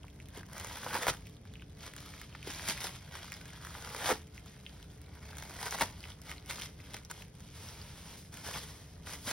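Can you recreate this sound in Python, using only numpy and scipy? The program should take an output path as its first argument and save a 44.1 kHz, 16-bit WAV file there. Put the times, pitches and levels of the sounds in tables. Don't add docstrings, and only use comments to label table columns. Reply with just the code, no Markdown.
import sys
import numpy as np
from scipy import signal
from scipy.fft import rfft, irfft, next_fast_len
from scipy.io import wavfile
from scipy.ndimage import map_coordinates

SR = 44100
rng = np.random.default_rng(int(sys.argv[2]) if len(sys.argv) > 2 else 0)


def master(y):
    cut = np.clip(np.atleast_2d(y).T, -1, 1)
    pcm = np.round(cut * 32767)
    wavfile.write(sys.argv[1], SR, pcm.astype(np.int16))


N = 411007

# f/Hz, relative density/dB
WAD_SPECTRUM = [(80, -30), (200, -1), (480, -2.5), (650, 2.5), (900, -1), (1500, 0.5), (2200, -6),
                (4000, -23)]

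WAD_DB = -1.5
ATTACK_DB_PER_S, RELEASE_DB_PER_S, SLIDE_ATTACK_DB_PER_S = 447, 230, 1500


def amp(db):
    return 10 ** (np.asarray(db) / 20)


def unit(x):
    return x / np.sqrt(np.mean(x ** 2) + 1e-20)


def along(points, hz):
    f, v = np.transpose(points)
    return np.interp(np.log(hz + 1), np.log(f + 1), v)


def wobble(knots_per_s):
    knots = rng.standard_normal(int(N * knots_per_s / SR) + 4)
    return map_coordinates(knots, [np.arange(N) * knots_per_s / SR])


def filtered(x, response):
    size = next_fast_len(N + SR // 2)
    return irfft(rfft(x, size) * response(np.fft.rfftfreq(size, 1 / SR)), size)[..., :N]


def coloured(x, spectrum):
    size = 2048
    cepstrum = irfft(np.log(amp(along(spectrum, np.fft.rfftfreq(size, 1 / SR)))))
    cepstrum[1:size // 2] *= 2
    cepstrum[size // 2 + 1:] = 0
    pulse = irfft(np.exp(rfft(cepstrum)))
    return signal.oaconvolve(x, pulse / np.linalg.norm(pulse))[:N]


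def diffuse(pair):
    # f/Hz, side minus mid/dB
    width = [(60, -39), (140, -28), (280, -9), (550, -2), (1000, 0.5), (1800, -11), (2800, -0.5),
             (6000, 16.5)]
    turn = lambda hz: np.arctan(amp(along(width, hz)))
    mid, side = filtered(pair, lambda hz: np.array([np.cos(turn(hz)), np.sin(turn(hz))]))
    return np.array([mid + side, mid - side])


def add(track, s, sound):
    part = track[max(round(s * SR), 0):][:len(sound)]
    part += sound[:len(part)]


def crackle(rate_per_s, spread_db):
    sizes = rng.choice([-1, 1], N) * amp(spread_db * np.clip(rng.standard_normal(N), -2, 2))
    return unit((rng.random(N) < rate_per_s / SR) * sizes / np.sqrt(rate_per_s))


def room_tone(rumble_db=-51.0, swing_db=0.7):
    # f/Hz, relative density/dB
    rumble = [(15, -41), (30, -9.5), (48, -4.5), (75, 1.5), (115, -4), (170, -4.5), (260, -16),
              (450, -19.5), (700, -23.5), (1200, -33.5), (3000, -37), (6000, -42), (10000, -77),
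              (15500, -77)]
    # f/Hz, rms level/dB
    hum_lines = [(120, -72), (290, -70), (431, -73)]
    noise = rng.standard_normal((2, N))
    air = unit(diffuse(filtered(noise, lambda hz: amp(along(rumble, hz)))))
    t = np.arange(N) / SR
    waver_db, waver_rad = 3.5, 1.48
    hum = 0
    for hz, db in hum_lines:
        tone = np.sin(2 * np.pi * hz * t + waver_rad * wobble(9))
        hum = hum + amp(db) * unit(amp(waver_db * wobble(6.4)) * tone)
    return amp(rumble_db + swing_db * wobble(9)) * air + hum


def clock():
    return np.arange(0, N / SR, .001)


def held(t, s, length, attack_db_per_s):
    attack = -attack_db_per_s * np.maximum(s - t, 0)
    return attack - RELEASE_DB_PER_S * np.maximum(t - s - length, 0)


def strokes(table, attack_db_per_s):
    t = clock()
    pushes = []
    for s, length, db, swell_db, wad_db, treble_db in table:
        swell = swell_db * (np.clip((t - s) / length, 0, 1) - .5)
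        pushes.append((db + swell + held(t, s, length, attack_db_per_s), wad_db, treble_db))
    return pushes


def kneading():
    # t/s, length/s, level/dB, swell over the stroke/dB,
    # wad offset from loose sheet/dB, treble offset from loose sheet/dB
    paw_strokes = [(0.352, 0.024, -51.5, 1, 4.5, -4.5), (0.493, 0.072, -57, 9, 7, -5),
                   (0.862, 0.079, -48, 4, 8.5, -3), (1.02, 0.017, -43.5, -2, 9.5, -10),
                   (1.142, 0.18, -62, -5.5, -11, -2), (1.452, 0.18, -64, -3, -16, -18),
                   (1.793, 0.072, -50, 9.5, -1, -6), (1.981, 0.27, -52, -1.5, -2.5, -4.5),
                   (2.294, 0.19, -55.5, -0.5, -3.5, -25), (2.466, 0.18, -43.5, 0, -2, -4.5),
                   (2.679, 0.041, -37.5, -2.5, -3, -1), (2.74, 0.044, -47, 2, -2, -8),
                   (2.813, 0.039, -40.5, 6, 1, 0), (2.89, 0.065, -49.5, 6.5, -4.5, -5),
                   (3.02, 0.16, -56, -1, -1.5, -7), (3.141, 0.042, -47.5, 0, 1.5, -5),
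                   (3.227, 0.15, -50, -0.5, -3.5, -6.5), (3.397, 0.18, -54.5, 5.5, 1, -6.5),
                   (3.846, .1, -55, -3, 2, -7), (3.958, 0.092, -47.5, 16, 6, -2),
                   (4.359, 0.023, -57.5, -4, 0, 0.5), (4.458, 0.1, -57.5, -4, -1.5, -4.5),
                   (4.69, .13, -59, 0, 0.5, -9), (4.975, 0.19, -66, 16, 4, -6),
                   (5.22, 0.13, -56, 3.5, 3.5, -5.5), (5.6, 0.067, -47, 4, 6, 2),
                   (5.72, 0.015, -44, -3.5, 1, 1), (5.847, .26, -56.5, 9.5, 0.5, -3),
                   (6.255, 0.053, -49, 8.5, 1, -3.5), (6.398, 0.044, -66, 13, 0, -10),
                   (6.495, 0.033, -47, 2.5, 2, 0.5), (6.565, 0.076, -45.5, 5.5, -3, -3.5),
                   (6.789, 0.18, -55, 11.5, -1, -5), (7.12, 0.094, -53.5, 2, -2.5, -2.5),
                   (7.368, 0.19, -61, 11, -5.5, -3), (8.468, 0.028, -45, 1, 1.5, 0),
                   (8.538, 0.042, -43, 3, -6, 0), (9.072, 0.073, -47.5, 2.5, 0.5, .5),
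                   (9.27, 0.039, -40, 4.5, 1.5, -1.5)]
    # t/s, length/s, level at the grip/dB, gain by the final tug/dB
    bites = [(0.571, 0.52, -49, 10), (3.625, 0.48, -51.5, 15.5), (5.379, 0.28, -54, 7),
             (5.782, 0.051, -48.5, 8.5)]
    rest_db, rest_wad_db, rest_treble_db, fidget_db = -68.5, 1, 0.5, 2.5
    tug_s, bite_wad_db, bite_treble_db = 0.12, 4, -1.5
    t = clock()
    fidget = np.interp(t, np.arange(N) / SR, wobble(10))
    pushes = [(rest_db + fidget_db * fidget, rest_wad_db, rest_treble_db)]
    pushes += strokes(paw_strokes, ATTACK_DB_PER_S)
    for s, length, db, tug_db in bites:
        tug = tug_db * np.exp(np.minimum(t - s - length, 0) / tug_s)
        level = db + tug + held(t, s, length, ATTACK_DB_PER_S)
        pushes.append((level, bite_wad_db, bite_treble_db))
    return pushes


def summed(pushes):
    sheet = sum(amp(level) ** 2 for level, _, _ in pushes)
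    wad = sum(amp(level + wad_db + WAD_DB) ** 2 for level, wad_db, _ in pushes)
    treble = sum(amp(level + treble_db) ** 2 for level, _, treble_db in pushes)
    t = np.arange(N) / SR
    return [np.interp(t, clock(), 10 * np.log10(power + 1e-20)) for power in (sheet, wad, treble)]


def blend(sheet, wad, levels):
    # f/Hz, relative density/dB
    sheet_spectrum = [(500, -20.5), (1300, -6.5), (2100, 1), (2700, -1), (3300, 2.5), (4400, -1), (5500, 1),
                      (8000, -4.5), (11000, -5.5), (15500, -13)]
    treble_hz = 5200
    sheet_db, wad_db, treble_db = levels
    sheet = coloured(unit(sheet), sheet_spectrum)
    fine = filtered(sheet, lambda hz: hz ** 4 / (hz ** 4 + treble_hz ** 4))
    pressed = coloured(unit(wad), WAD_SPECTRUM)
    return amp(sheet_db) * (sheet - fine) + amp(treble_db) * fine + amp(wad_db) * pressed


def facets(rate, spread_db, sharpness):
    out = np.zeros(N)
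    for hz in 400 * 2 ** (np.arange(11) / 2):
        buckles = crackle(rate * (1 + (hz / 3500) ** 2), spread_db)
        out += np.sqrt(hz) * signal.lfilter(*signal.iirpeak(hz, max(sharpness, 1), SR), buckles)
    return unit(out)


def flurries(rate_per_s, life_s):
    jumps = crackle(rate_per_s, spread_db=4) ** 2
    power = signal.lfilter([1], [1, -np.exp(-1 / (life_s * SR))], jumps)
    return power / power.mean()


def handling(gain_db=0, slide=0.76, slide_grows=0.046):
    flurries_per_s, flurry_s, flurry_share = 110, .0014, .36
    levels = summed(kneading())
    rate = 105 * amp(.65 * (levels[0] + 55.5))
    hiss = slide * amp(slide_grows * np.minimum(levels[0] + 67.0, 0))
    catching = np.sqrt(1 - flurry_share + flurry_share * flurries(flurries_per_s, flurry_s))
    sheet = facets(rate, spread_db=5, sharpness=4) + hiss * rng.standard_normal(N)
    sheet += 0.72 * crackle(5 * rate, spread_db=-1.5)
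    wad = facets(rate, spread_db=8.0, sharpness=2.7) + 0.63 * hiss * rng.standard_normal(N)
    return amp(gain_db) * catching * blend(sheet, wad, levels)


def ticks():
    ticks_per_s, tick_db, spread_db = 24, -54, 5
    tick_hz, spread_octaves, edge_re_peak_db = 2780, 0.8, -10
    count = int(ticks_per_s * N / SR)
    when, size, pitch = rng.random((count, 3)).T
    db = tick_db + spread_db * (2 * size - 1)
    hz = tick_hz * 2 ** (spread_octaves * (2 * pitch - 1))
    return list(zip(when * N / SR, db, hz, db + edge_re_peak_db))


def snaps(edge_life_s=0.0011, edge_gain_db=-5, facet_gain_db=4.5, count=4):
    # t/s, facet level/dB, f/Hz, edge level/dB
    loud_snaps = [(0.033, -41.5, 3140, -57), (0.082, -42, 2430, -60), (0.2014, -36, 2400, -57),
                  (.258, -49, 3000, -58), (0.2864, -65, 5900, -48), (0.375, -38, 1540, -44),
                  (0.465, -55, 2990, -55), (.4985, -45, 1400, -62), (0.533, -52, 5230, -43),
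                  (.581, -48, 5000, -40), (.599, -38, 1900, -39), (.647, -29, 1000, -39),
                  (0.67, -45, 5940, -44), (0.7306, -52, 5500, -45), (0.8335, -32, 1200, -47),
                  (.8424, -45, 3000, -47), (.8802, -40, 2000, -47), (.8921, -36, 3000, -46),
                  (1.032, -23, 2200, -37), (1.0703, -28, 950, -36), (1.0812, -16, 1200, -30),
                  (1.084, -12, 950, -31), (1.1708, -43, 3200, -56), (1.26, -45, 2554, -60),
                  (1.27, -41, 2260, -48), (1.297, -53, 3400, -54), (1.3676, -45, 3570, -59),
                  (1.454, -45, 1530, -57), (1.538, -42, 3550, -52), (1.5556, -36, 2720, -60),
                  (1.597, -42, 2610, -64), (1.6225, -39, 2860, -62), (1.622, -41, 1510, -62),
                  (1.833, -41, 3390, -49), (1.8365, -41, 1400, -55), (1.9367, -41, 2030, -44.5),
                  (1.9648, -47, 5340, -40), (2.0044, -43.5, 3500, -46), (2.061, -48, 1500, -52),
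                  (2.1382, -34, 1770, -58), (2.1789, -43, 2200, -55), (2.2154, -31, 2010, -42),
                  (2.327, -41, 2800, -64), (2.429, -32.5, 2640, -48), (2.4797, -47, 3000, -43),
                  (2.5198, -37, 3000, -48), (2.5376, -35, 1900, -41), (2.548, -34, 4370, -48),
                  (2.596, -30, 1840, -50), (2.6789, -24, 2000, -39), (2.6868, -12, 2400, -26),
                  (2.7084, -21, 1790, -38), (2.7768, -30, 2120, -46), (2.807, -36, 5500, -41),
                  (2.811, -34, 4600, -39), (2.9513, -43, 3200, -54), (3.158, -36, 1600, -52),
                  (3.1966, -40, 3000, -54), (3.2473, -43, 1400, -58), (3.2818, -41, 1500, -57),
                  (3.3207, -30.5, 2220, -38.5), (3.3402, -31.5, 5240, -45), (3.369, -43, 3500, -51),
                  (3.456, -44, 1800, -47), (3.4812, -43, 3300, -52), (3.504, -41, 2200, -51),
                  (3.635, -40, 1300, -55), (3.65, -35, 1370, -41), (3.67, -34, 1400, -48),
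                  (3.7515, -28, 1520, -57), (3.8498, -40, 1300, -51), (3.9478, -22.5, 1150, -40),
                  (3.9651, -38, 1200, -46), (4.091, -13, 1000, -42), (4.1015, -15, 800, -45),
                  (4.116, -17, 800, -44), (4.1253, -19, 700, -39), (4.271, -55.5, 3000, -54.5),
                  (4.379, -34.5, 2360, -54.5), (4.461, -42.5, 1240, -52), (4.656, -50, 3200, -64),
                  (4.6645, -28, 3100, -57), (4.828, -41, 3060, -51), (4.914, -55, 5050, -59),
                  (5.0165, -60, 5870, -50), (5.331, -37, 1400, -56), (5.37, -41, 1440, -42),
                  (5.384, -36, 1340, -38), (5.3997, -44, 3500, -46), (5.425, -37, 1160, -44),
                  (5.436, -41, 2070, -44), (5.5415, -48, 1300, -52), (5.5511, -48, 4000, -47),
                  (5.59, -36, 1800, -50), (5.631, -27, 930, -50), (5.682, -31, 1400, -37),
                  (5.7098, -26, 5800, -37), (5.725, -19.5, 1490, -38), (5.7863, -24, 1550, -40),
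                  (5.7975, -32, 2500, -37), (5.8128, -15, 1500, -37), (5.8208, -10, 2300, -38),
                  (5.8344, -22, 1000, -40), (6.0058, -37, 4720, -51), (6.04, -29, 2620, -55),
                  (6.1197, -38, 3280, -62), (6.2174, -42, 5170, -45), (6.3157, -30, 1860, -40.5),
                  (6.381, -38, 4200, -63), (6.3822, -43, 2400, -63), (6.461, -44, 5900, -48),
                  (6.5095, -29, 2190, -40), (6.544, -44, 3200, -48), (6.5729, -38, 4200, -47),
                  (6.5839, -34, 1400, -54), (6.6142, -30, 2300, -39), (6.6205, -24, 3300, -36),
                  (6.648, -40, 2500, -48), (6.802, -40, 2310, -62), (6.936, -40, 3500, -45),
                  (6.9672, -40, 2400, -43), (7.0499, -37, 5770, -46.5), (7.113, -28, 1550, -35.5),
                  (7.196, -48, 3500, -55), (7.222, -35.5, 2520, -47), (7.4052, -50, 5470, -50.5),
                  (7.6827, -42, 3500, -54), (7.688, -33, 5730, -48), (7.816, -34, 4740, -56),
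                  (8.329, -49, 2200, -59), (8.342, -50, 3550, -42), (8.372, -42, 3000, -42),
                  (8.4591, -36, 3280, -46), (8.54, -29, 3000, -47), (8.56, -32, 1600, -48),
                  (9.073, -31, 1510, -57), (9.2887, -29, 2630, -40)]
    # f/Hz, relative density/dB
    edge_spectrum = [(300, -29), (1500, 4.5), (4500, -1), (7000, 6.5), (11000, 0), (15000, -0.5)]
    swell_s, ring_s, hard_snap_db = 0.00021, 0.00048, -21
    rebound_s, rebound_db, rebound_octaves = .003, -15, .45
    half_s, edge_lead_s = .004, .0003
    out, edges, t = np.zeros(N), np.zeros(N), np.arange(-half_s, half_s, 1 / SR)
    for s, db, hz, edge_db in loud_snaps + ticks():
        age = t * (1 + amp(db - hard_snap_db))
        shape = np.exp(-np.logaddexp(-age / swell_s, age / ring_s))
        swing = lambda pitch: shape * np.sin(2 * np.pi * (pitch * t + rng.random()))
        add(out, s - half_s, amp(db) * swing(hz))
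        for delay in np.cumsum(2 * rebound_s * rng.random(count)):
            level = amp(db + rebound_db) * np.exp(-delay / (count * rebound_s))
            pitch = hz * 2 ** (rebound_octaves * rng.uniform(-1.5, 1))
            add(out, s - half_s + delay, level * swing(pitch))
        crack = unit(np.exp(-(t + half_s) / edge_life_s) * rng.standard_normal(len(t)))
        add(edges, s - edge_lead_s, amp(edge_db + edge_gain_db) * crack)
    return amp(facet_gain_db) * out + coloured(edges, edge_spectrum)


def pops(gain_db=0):
    # t/s, level/dB, nominal f/Hz (glides from 2.45 toward 0.25 times this)
    pop_rows = [(.0425, -47, 800), (.711, -39, 750), (.8635, -28.5, 680), (1.877, -41, 800),
                (2.3495, -37, 1250), (2.4995, -39, 1200)]
    life_s, glide_s, crunch, crunch_life_s = .001, .002, .25, .005
    out, t = np.zeros(N), np.arange(SR // 30) / SR
    for s, db, hz in pop_rows:
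        pitch = hz * (0.25 + 2.2 * np.exp(-t / glide_s))
        swell = t / life_s * np.exp(1 - t / life_s)
        pocket = swell * np.sin(2 * np.pi * np.cumsum(pitch) / SR)
        noise = np.exp(-t / crunch_life_s) * rng.standard_normal(len(t))
        folds = coloured(noise, WAD_SPECTRUM)[:len(t)]
        add(out, s, amp(db + gain_db) * (pocket + crunch * folds))
    return out


def knocks(life_s=0.0017):
    # t/s, level/dB, f/Hz
    knock_rows = [(.375, -38, 352), (1.088, -30.5, 217), (1.108, -31, 142), (2.473, -34.5, 374),
                  (2.495, -38.5, 272), (2.692, -34.5, 234), (4.103, -28, 416), (4.114, -22.5, 430),
                  (4.125, -33, 233), (4.138, -37, 302), (5.823, -31, 175), (6.945, -43, 450),
                  (8.487, -36, 600), (8.561, -40, 288), (9.274, -37, 237)]
    out, t = np.zeros(N), np.arange(SR // 20) / SR
    swell = t / life_s * np.exp(1 - t / life_s)
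    for s, db, hz in knock_rows:
        add(out, s, amp(db) * swell * np.sin(2 * np.pi * (hz * t + rng.random())))
    return out


def slips():
    slips_per_s, gap_log_scatter, size_scatter_db = 520, .6, 3
    count = int(slips_per_s * N / SR)
    gap, size = np.clip(rng.standard_normal((count, 2)), -2, 2).T
    when = np.cumsum(np.exp(gap_log_scatter * gap))
    index = (when / when[-1] * (N - 1)).astype(int)
    return np.bincount(index, rng.choice([-1, 1], count) * amp(size_scatter_db * size), N)


def rips(rise_s=0.00076, fall_s=0.0049):
    # t/s, length/s, taut-sheet level/dB, fibre level/dB
    rip_rows = [(0.929, 0.0059, -34.5, -42), (0.949, 0.019, -31.5, -40.5), (1.02, 0.012, -41, -39),
                (1.067, 0.0022, -22.5, -37), (1.077, 0.025, -36.5, -32), (2.688, 0.0022, -39, -30),
                (2.696, 0.026, -48, -40), (4.058, 0.027, -39.5, -35.5), (4.089, 0.034, -30.5, -37),
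                (5.736, 0.018, -38.5, -39.5), (5.808, 0.0052, -26.5, -29.5), (5.817, 0.0046, -26.5, -28),
                (5.83, .0036, -34, -38), (6.494, 0.019, -45, -39.5), (6.941, 0.0039, -40, -37),
                (7.099, 0.011, -49, -45), (8.539, 0.035, -45, -51), (9.273, 0.018, -47, -39)]
    # f/Hz, relative density/dB
    taut_spectrum = [(60, -28), (170, -6), (320, -6), (470, -1), (620, 4), (850, 3.5), (1400, 2),
                     (2200, -3), (4000, -19), (9000, -16)]
    # f/Hz, relative density/dB
    fibre_spectrum = [(600, -31), (1500, 1.5), (2100, 0), (2700, -7.5), (3400, 3), (4400, -1.5),
                      (6000, -0.5), (10000, -5), (15500, -16)]
    after_s = .015
    plucks = coloured(slips(), taut_spectrum)
    fibres = coloured(crackle(3500, spread_db=5), fibre_spectrum)
    out = np.zeros(N)
    for s, length, taut_db, fibre_db in rip_rows:
        t = np.arange(int((length + after_s) * SR)) / SR
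        pull = (1 - np.exp(-t / rise_s)) * np.exp(-np.maximum(t - length, 0) / fall_s)
        index = round(s * SR) + np.arange(len(t))
        burst = lambda x: unit(pull * np.take(x, index, mode="wrap")) * np.sqrt(length / t[-1])
        add(out, s, amp(taut_db) * burst(plucks) + amp(fibre_db) * burst(fibres))
    return out


def sliding(gain_db=0, grains_per_s=9000, waver_db=0.94):
    # t/s, length/s, level/dB, swell over the slide/dB,
    # wad offset from loose sheet/dB, treble offset from loose sheet/dB
    slide_rows = [(7.55, .12, -54, 5.5, -3, 3.5), (7.69, 0.3, -54.5, -4.5, -4, 0.5),
                  (7.975, 0.17, -54.5, 2.5, -3.5, 2.5), (8.175, 0.14, -65, -12, -9, 8.5),
                  (8.328, 0.11, -54.5, -1, -1, 4), (8.442, 0.15, -51, -3.5, -1.5, 3),
                  (8.63, 0.4, -62, -21, -3, 4), (9.08, 0.066, -51.5, -1, -2, 3),
                  (9.19, 0.079, -60, 16, -5, 11.5)]
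    levels = summed(strokes(slide_rows, SLIDE_ATTACK_DB_PER_S))
    sheet, wad = crackle(grains_per_s, spread_db=3.5), crackle(grains_per_s, spread_db=2.5)
    return amp(gain_db + waver_db * wobble(30)) * blend(sheet, wad, levels)


def bending(hz, lag_s=0.00111):
    reference_hz = 1000
    return np.exp(-2j * np.pi * lag_s * (2 * np.sqrt(reference_hz * hz) - hz / 2))


def corner(hz):
    # f/Hz, width/Hz, level/dB
    resonances = [(430, 25, -9), (494, 46, -4), (850, 49, -5.5), (956, 70, -1), (1230, 47, -16),
                  (1453, 83, -12.5), (2140, 110, -10), (3140, 360, -18.5), (4990, 63, -6.5)]
    gain = 1
    for centre, width, db in resonances:
        damping = 1j * hz * width
        gain = gain + amp(db) * damping / (centre ** 2 - hz ** 2 + damping)
    return gain


def kitchen(x, early_db=8, early_life_s=0.013):
    # f/Hz, T60/s
    decay = [(200, 0.26), (1000, 0.053), (4000, 0.16), (14000, 0.074)]
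    size = SR // 4
    wet = np.zeros((2, N))
    for start in range(0, N, size):
        hz, t, z = signal.stft(rng.standard_normal((2, 2 * size)), SR, nperseg=256)
        fade = amp(-60 * t / along(decay, hz)[:, None])
        tail = signal.istft(z * fade, SR, nperseg=256)[1]
        t = np.arange(tail.shape[1]) / SR
        tail *= amp(early_db * np.exp(-t / early_life_s)) * (1 - np.exp(-t / 0.00049))
        for port, echo in zip(wet, tail):
            echo = echo / np.linalg.norm(echo)
            add(port, start / SR, signal.fftconvolve(x[start:start + size], echo))
    return diffuse(wet)


def scene(direct_db=-2.0):
    # f/Hz, phase/rad
    lead = [(250, 0), (500, -.2), (800, 0), (1900, 0), (2800, .6), (3500, .2), (4400, .7), (5200, .2),
            (7500, 3.2), (10400, 6.25), (13800, 9.45), (15600, 12.3)]
    room_db = -7.5
    paper = filtered(handling() + sliding() + rips() + snaps(), bending)
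    parcel = filtered(paper + pops() + knocks(), corner)
    direct = filtered(parcel, lambda hz: np.exp(.5j * np.outer([1, -1], along(lead, hz))))
    return amp(direct_db) * (direct + amp(room_db) * kitchen(parcel)) + room_tone()


def record(dry):
    bass_hz, top_hz = 30, 15850
    return filtered(dry, lambda hz: (hz < top_hz) * hz ** 4 / (hz ** 4 + bass_hz ** 4))


dry = scene()
out = record(dry)
master(out)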